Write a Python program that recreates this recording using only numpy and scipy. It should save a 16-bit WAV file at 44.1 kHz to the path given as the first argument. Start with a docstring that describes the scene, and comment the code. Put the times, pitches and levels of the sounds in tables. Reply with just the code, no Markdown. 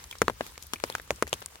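"""Raindrops on an umbrella

Outdoors, raindrops pop on taut cloth close to a stereo microphone. Each drop gives a hollow knock,
a short ring and a bright splash, and the big ones shake a low thump loose. Between them, fine ticks,
tiny drips and faint splashes sprinkle over a soft hiss and rumble."""
import sys
import numpy as np
from scipy import signal
from scipy.io import wavfile

SR = 44100
rng = np.random.default_rng(int(sys.argv[2]) if len(sys.argv) > 2 else 0)


def put_to_file(sound):
    """Save the sound as 16-bit audio at rate SR, in the file named by the first command-line argument."""
    columns = np.atleast_2d(sound).T  # one column per channel
    safe = np.clip(columns, -1, 1)
    whole_steps = np.round(safe * 32767)
    wavfile.write(sys.argv[1], SR, whole_steps.astype(np.int16))


N = 70560

# How loud the background hiss is over time: time_s, treble_db, middle_db
HISS_LEVELS = [(0.0, -54.5, -56), (0.4, -53.5, -55.5), (0.56, -55.5, -56), (0.7, -52.5, -57.5),
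               (0.9, -56, -55.5), (1.25, -55, -55), (1.6, -57, -57.5)]
# The tone of that hiss: pitch_hz, relative_db
HISS_TONE = [(53, -28), (90, -2.5), (292, -15), (504, -9.5), (730, -38), (908, -9), (7360, -15.5),
             (15000, -22)]
# How alike the two sides sound (1 is the same, 0 is unrelated, -1 is opposite): pitch_hz, likeness
LIKENESS = [(60, 0.98), (130, 1), (290, 0.67), (640, -0.12), (1410, -0.13), (3100, 0.11), (6820, -0.39),
            (15000, 0.27)]
# How loud the rumble is over time: time_s, level_db
RUMBLE_LEVELS = [(0.0, -54), (1.372, -55), (1.6, -61)]
# One drop a row, with levels before the gains in raindrops(). A "fade" is always a fall of 60 dB.
# start_s, knock_hz, knock_db, ring_hz, ring_db, tick_hz, ring_and_tick_fade_cycles,
# splash_db, high_splash_db, splash_fade_s, left_over_right_db, right_delay_ms
DROPS = [(0.0408, 615, -67, 900.0, -51, 6740, 19, -35.5, -35, 0.017, -1, -0.063),
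         (0.112, 310.0, -68, 954, -50, 3300.0, 31, -31.5, -36, 0.015, 3, -0.2),
         (0.1271, 750.0, -62, 2350, -36.5, 3120, 53, -44, -42, 0.012, 1.5, 0.068),
         (0.154, 585, -52, 1040, -36.5, 3200.0, 4, -42, -61, 0.034, 0, 0.13),
         (0.218, 452, -9.5, 1340, -7, 6950, 7.5, -18, -12, 0.012, 3, 0.088),
         (0.2817, 437, -16.5, 1133, -10.5, 4100, 7.5, -20, -15, 0.0027, 2.5, 0.041),
         (0.2985, 600, -23.5, 940, -23.5, 3500.0, 11.5, -31, -28, 0.0068, 5.5, 0.16),
         (0.4087, 596, -20.5, 950, -14, 3400, 1.5, -32, -33, 0.0087, 4.5, 0.19),
         (0.4656, 336, -60, 1840, -32, 9800.0, 3, -38, -33.5, 0.02, 2, -0.12),
         (0.5783, 480, -42, 1130, -36.5, 6500, 5.5, -32, -35, 0.014, 1, -0.12),
         (0.6249, 243, -54, 890, -57, 9400.0, 9, -38.5, -34, 0.029, 7, 0.15),
         (0.7354, 311, -31.5, 1160, -23.5, 3100, 10, -19.5, -15, 0.0093, 4, 0.17),
         (0.7396, 268, -34.5, 1340, -34, 3230, 20, -31, -46, 0.0094, 3, 0.47),
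         (0.759, 328, -43.5, 2390, -37.5, 2860, 61, -49, -51, 0.013, 0.5, 0.053),
         (0.8004, 250.0, -68, 2530, -27.5, 3220, 5, -39, -36.5, 0.012, 5, 0.37),
         (0.8389, 544, -19, 836, -16.5, 3600, 3, -16.5, -20.5, 0.0055, 4.5, 0.31),
         (0.844, 500, -45, 2200, -44, 5400, 16, -37, -40, 0.013, -9, 0.34),
         (0.9, 480, -27.5, 870, -32.5, 4100, 8.5, -24, -33, 0.0086, 3.0, 0.25),
         (0.9249, 247, -53, 2150, -64, 3400, 31, -37.5, -39, 0.0066, 6, -0.067),
         (0.9517, 467, -35.5, 1570, -17, 6670, 9, -20, -15.5, 0.0026, 0, 0.133),
         (0.9827, 556, -48, 1510, -35, 4600.0, 6, -40, -45.0, 0.029, 1, -0.24),
         (0.9986, 520, -40.5, 1650, -31.5, 3640, 11, -39, -42, 0.0072, 2.5, 0.067),
         (1.077, 574, -56, 1230.0, -48, 4100.0, 10, -54, -40, 0.0094, 2.0, 0.09),
         (1.1067, 573, -13.5, 2230, -14, 5030, 7, -19, -20, 0.0084, 1.5, -0.068),
         (1.1098, 600, -35, 1530, -32, 3000, 10, -51, -55, 0.005, -4, 0.032),
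         (1.2246, 465, -14, 1230, -9.5, 6000, 5.5, -19.5, -11.5, 0.0078, 2.0, 0.059),
         (1.2694, 700.0, -58, 1900, -35, 7400.0, 12, -45, -39, 0.016, 1, 0.19),
         (1.2764, 463, -41, 810, -38, 4700.0, 3, -39.5, -38.5, 0.052, 5.0, 0.22),
         (1.3297, 538, -19.5, 900.0, -21.5, 3170, 4.5, -12.5, -12, 0.0061, 3.5, 0.29),
         (1.3373, 343, -48, 1050, -42, 3200, 21, -27.5, -26, 0.017, 5.5, 0.24),
         (1.419, 540, -47, 1000, -33.5, 4800.0, 6.5, -42, -47, 0.018, 4.5, 0.52),
         (1.4241, 545, -39, 930, -39.5, 4200.0, 4.5, -33, -46, 0.0069, 4.5, 0.13),
         (1.4604, 620, -50, 1590.0, -50, 8700, 13, -32.5, -20, 0.0073, 4.5, 0.0),
         (1.5567, 636, -59, 950, -40.0, 2940, 6.5, -37.5, -41, 0.0081, 4.5, 0.47)]
# Bands where the splash rings: low_hz, high_hz, relative_db
SPLASH_BANDS = [(6200, 7150, -7.5), (9600, 11140, -11)]
# Noise that lingers after a drop: low_hz, high_hz, relative_db, fade_s
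DROP_TAILS = [(42.7, 94, -26, .2), (134.5, 445, -19, 0.078), (400, 1130, -19, 0.044),
              (900, 2160, -13, 0.026), (2370, 8000, -28, 0.072), (5960, 14800, -33, 0.076)]
# Fine ticks with no knock: start_s, pitch_hz, unfiltered_db, fade_s, left_over_right_db
FINE_TICKS = [(0.111, 12500, -34, .01, 0), (0.185, 6200, -31, 0.015, 2), (0.474, 8500, -33.5, 0.012, 1),
              (0.5137, 11000, -39, .01, 4), (0.5205, 9500, -39.5, .012, 9), (0.556, 2500, -36, 0.025, 6),
              (0.635, 8500, -37, 0.017, 9), (0.6676, 12600, -34, 0.012, 6), (0.8628, 11400, -40, .015, 3),
              (0.877, 4200, -36, .012, 3), (0.9, 8100, -24.5, 0.0085, 5), (0.9243, 12500, -35, 0.0087, 3),
              (0.939, 3020, -32.5, 0.026, 2), (1.017, 11100, -36.5, .012, 2),
              (1.1141, 7900, -28, 0.0097, 6), (1.1596, 6600, -33.5, 0.013, 8.5),
              (1.2932, 7100, -32.5, 0.014, 5), (1.4043, 12600, -40.5, 0.026, 9)]


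def from_db(db):
    """Turn decibels into a number to multiply by."""
    return 10 ** (np.asarray(db) / 20)


def pan(left_over_right_db):
    """Left and right gains that lean a sound to one side."""
    return from_db(left_over_right_db * np.array([[.5], [-.5]]))


def unit_level(x):
    """Scale a signal to an average power of 1."""
    return x / np.sqrt(np.mean(x ** 2) + 1e-20)


def at_hz(table, hz):
    """Read between the rows of a table of pitches."""
    pitches, values = np.transpose(table)
    return np.interp(np.log(hz), np.log(pitches), values)


def band(x, low_hz, high_hz):
    """Keep the sound between two pitches."""
    edges_hz = [low_hz, min(high_hz, .45 * SR)]
    return signal.sosfilt(signal.butter(2, edges_hz, "band", fs=SR, output="sos"), x)


def drift(rate_hz):
    """A smooth random wobble with a typical size of 1."""
    r = np.exp(-80 * np.pi * rate_hz / SR)
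    slow = signal.lfilter([1], [1, -2 * r, r * r], rng.standard_normal(N // 40 + 2002))[2000:]
    return np.interp(np.arange(N) / 40, np.arange(len(slow)), unit_level(slow))


def stereo_noise(low_hz, high_hz, alike):
    """A band of noise with the given likeness between left and right."""
    mid, side = unit_level(band(rng.standard_normal((2, N + 4000)), low_hz, high_hz)[:, 4000:])
    alike = np.clip(alike, -1, 1)
    return (np.sqrt(1 + alike) * mid + np.sqrt(1 - alike) * side * np.array([[1], [-1]])) / np.sqrt(2)


def hiss(flicker_db):
    """Soft outdoor hiss: bands of noise that flicker a little. Treble and middle swell on their own."""
    treble, middle = np.zeros((2, 2, N))
    shared_flicker = 1.46 * drift(6)
    edges_hz = 25 * 2 ** np.arange(1.5, 9.6, .5)  # half an octave apart
    for low, high in zip(edges_hz, edges_hz[1:]):
        hz = np.sqrt(low * high)
        level_db = at_hz(HISS_TONE, hz) + flicker_db * (shared_flicker + drift(17))
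        part = middle if hz < 3000 else treble
        part += np.sqrt(high - low) * from_db(level_db) * stereo_noise(low, high, at_hz(LIKENESS, hz))
    time_s, treble_db, middle_db = np.transpose(HISS_LEVELS)
    return pan(1.1) * sum(unit_level(part) * from_db(np.interp(np.arange(N) / SR, time_s, db))
                          for part, db in ((treble, treble_db), (middle, middle_db)))


def rumble():
    """A low, even rumble that sinks near the end."""
    time_s, level_db = np.transpose(RUMBLE_LEVELS)
    loudness = from_db(np.interp(np.arange(N) / SR, time_s, level_db))
    return loudness * stereo_noise(31.3, 77.4, alike=.94) * pan(1.6)


def tiny_drips(base_per_s=310, gain_db=-60.5, fade_cycles=6):
    """Tiny random drips patter in clumps, scattered left and right. Each rings for a few cycles."""
    sizes = from_db(5.5 * np.minimum(rng.exponential(1, N), 4)) * rng.choice([-1, 1], N)
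    landings = rng.random(N) < base_per_s * from_db(5 * drift(15)) / SR
    clicks = sizes * landings * pan(rng.normal(1, 2.7, N))
    pitch_choice = rng.integers(0, 16, N)
    out = np.zeros((2, N))
    for k, hz in enumerate(np.geomspace(700, 13000, num=16)):
        decay, turn = from_db(-60 * hz / (fade_cycles * SR)), 2 * np.pi * hz / SR
        ringing = [1, -2 * decay * np.cos(turn), decay * decay]  # a filter that rings at this pitch
        out += signal.lfilter([0, np.sin(turn)], ringing, clicks * (pitch_choice == k) + 1e-18)
    return from_db(gain_db) * out


def faint_splashes(per_s=45, typical_db=-54.5, fade_s=.01):
    """Faint, short splashes of bright noise come at random moments."""
    landings = (rng.random(N) < per_s / SR) * from_db(rng.normal(0, 4.8, N))
    loudness = signal.lfilter([1], [1, -from_db(-60 / (fade_s * SR))], landings + 1e-18)
    return from_db(typical_db) * loudness * stereo_noise(3500, 16000, alike=.1) * pan(3)


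def raindrops(knock_gain_db=3, ring_gain_db=5.5, tick_gain_db=6.5, splash_gain_db=-2.5):
    """Each drop pushes the taut cloth: three fading tones (knock, ring, tick), a splash and a tail."""
    lead_s, rise_s = .00017, .0001  # the push starts just before the tones crest
    knock_cycles, swell_share = 6.05, .0084
    t, out = np.arange(N) / SR, np.zeros((2, N))
    splashes, tails = np.zeros((3, 2, N)), np.zeros((len(DROP_TAILS), 2, N))
    waver = .57 * unit_level(band(rng.standard_normal(N), 67, 238))
    for (start_s, knock_hz, knock_db, ring_hz, ring_db, tick_hz, ring_cycles,
         splash_db, high_db, splash_fade_s, pan_db, delay_ms) in DROPS:
        first = max(int((start_s - .002) * SR), 0)
        span = slice(first, first + SR // 5)
        age = np.maximum(t[span] - start_s + lead_s - np.array([[0], [delay_ms / 1000]]), 0)
        push = (1 - np.exp(-age / rise_s)) * pan(pan_db)
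        tick_db = splash_db if tick_hz < 6000 else high_db
        for hz, db, fade_cycles in ((knock_hz, knock_db + knock_gain_db, knock_cycles),
                                    (ring_hz, ring_db + ring_gain_db, ring_cycles),
                                    (tick_hz, tick_db + tick_gain_db, ring_cycles)):
            progress = age * hz / fade_cycles
            swell = 1 - np.exp(-progress / swell_share)
            rough = 1 + waver[span] * np.minimum(age * hz / 6, 1)
            tone = np.cos(2 * np.pi * hz * (age - lead_s))
            out[:, span] += push * swell * rough * from_db(db - 60 * progress) * tone
        top_db = high_db - .6 * (high_db + 52)  # louder drops have a smaller share of the very top
        for splash, db in zip(splashes, (splash_db, high_db, top_db)):
            splash[:, span] += push * from_db(db + splash_gain_db - 60 * age / splash_fade_s)
        source_dbs = (knock_db, knock_db, knock_db, ring_db, splash_db, high_db)
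        for tail, db, (_, _, relative_db, fade_s) in zip(tails, source_dbs, DROP_TAILS):
            tail[:, span] += push * from_db(db + relative_db - 60 * age / fade_s)
    return out + bright_splash(*splashes) + lingering_noise(tails)


def bright_splash(splash, high_splash, top):
    """The bright splash of each drop: three loudness curves each shape a range of treble noise."""
    sheen = sum(from_db(db) * stereo_noise(low, high, alike=.046) for low, high, db in SPLASH_BANDS)
    out = .85 * splash * stereo_noise(1870, 6800, alike=.43)
    out += high_splash * (.36 * stereo_noise(4800, 13800, alike=.02) + sheen)
    return out + top * stereo_noise(12400, 13400, alike=.081)


def lingering_noise(tails):
    """A low thump and higher noise die away after each drop."""
    tails[2:] *= from_db(3 * drift(180))  # small after-splashes make the higher bands lumpy
    return sum(tail * stereo_noise(low, high, at_hz(LIKENESS, low))
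               for tail, (low, high, _, _) in zip(tails, DROP_TAILS))


def fine_ticks(width_ratio=1.36, samples=2048):
    """Each fine tick is a short burst of noise in a band around its own pitch."""
    out, age = np.zeros((2, N + samples)), np.arange(samples) / SR
    for start_s, hz, db, fade_s, pan_db in FINE_TICKS:
        burst = rng.standard_normal((2, samples)) * from_db(db - 60 * age / fade_s)
        first = int(start_s * SR)
        out[:, first:first + samples] += band(burst, hz / width_ratio, hz * width_ratio) * pan(pan_db)
    return out[:, :N]


def scene():
    """Add the close rain to the soft background."""
    return raindrops() + fine_ticks() + tiny_drips() + faint_splashes() + hiss(flicker_db=1.62) + rumble()


def record(dry, bass_cut_hz=56.6, peak_limit=.93, treble_cut_hz=17000):
    """The microphone drops the deepest bass, rounds the tallest peaks and cuts the highest treble."""
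    x = signal.sosfilt(signal.butter(2, bass_cut_hz, "high", fs=SR, output="sos"), dry)
    x = x / (1 + (x / peak_limit) ** 6) ** (1 / 6)
    return signal.sosfilt(signal.cheby2(14, 60, treble_cut_hz, fs=SR, output="sos"), x)


dry = scene()
out = record(dry)
put_to_file(out)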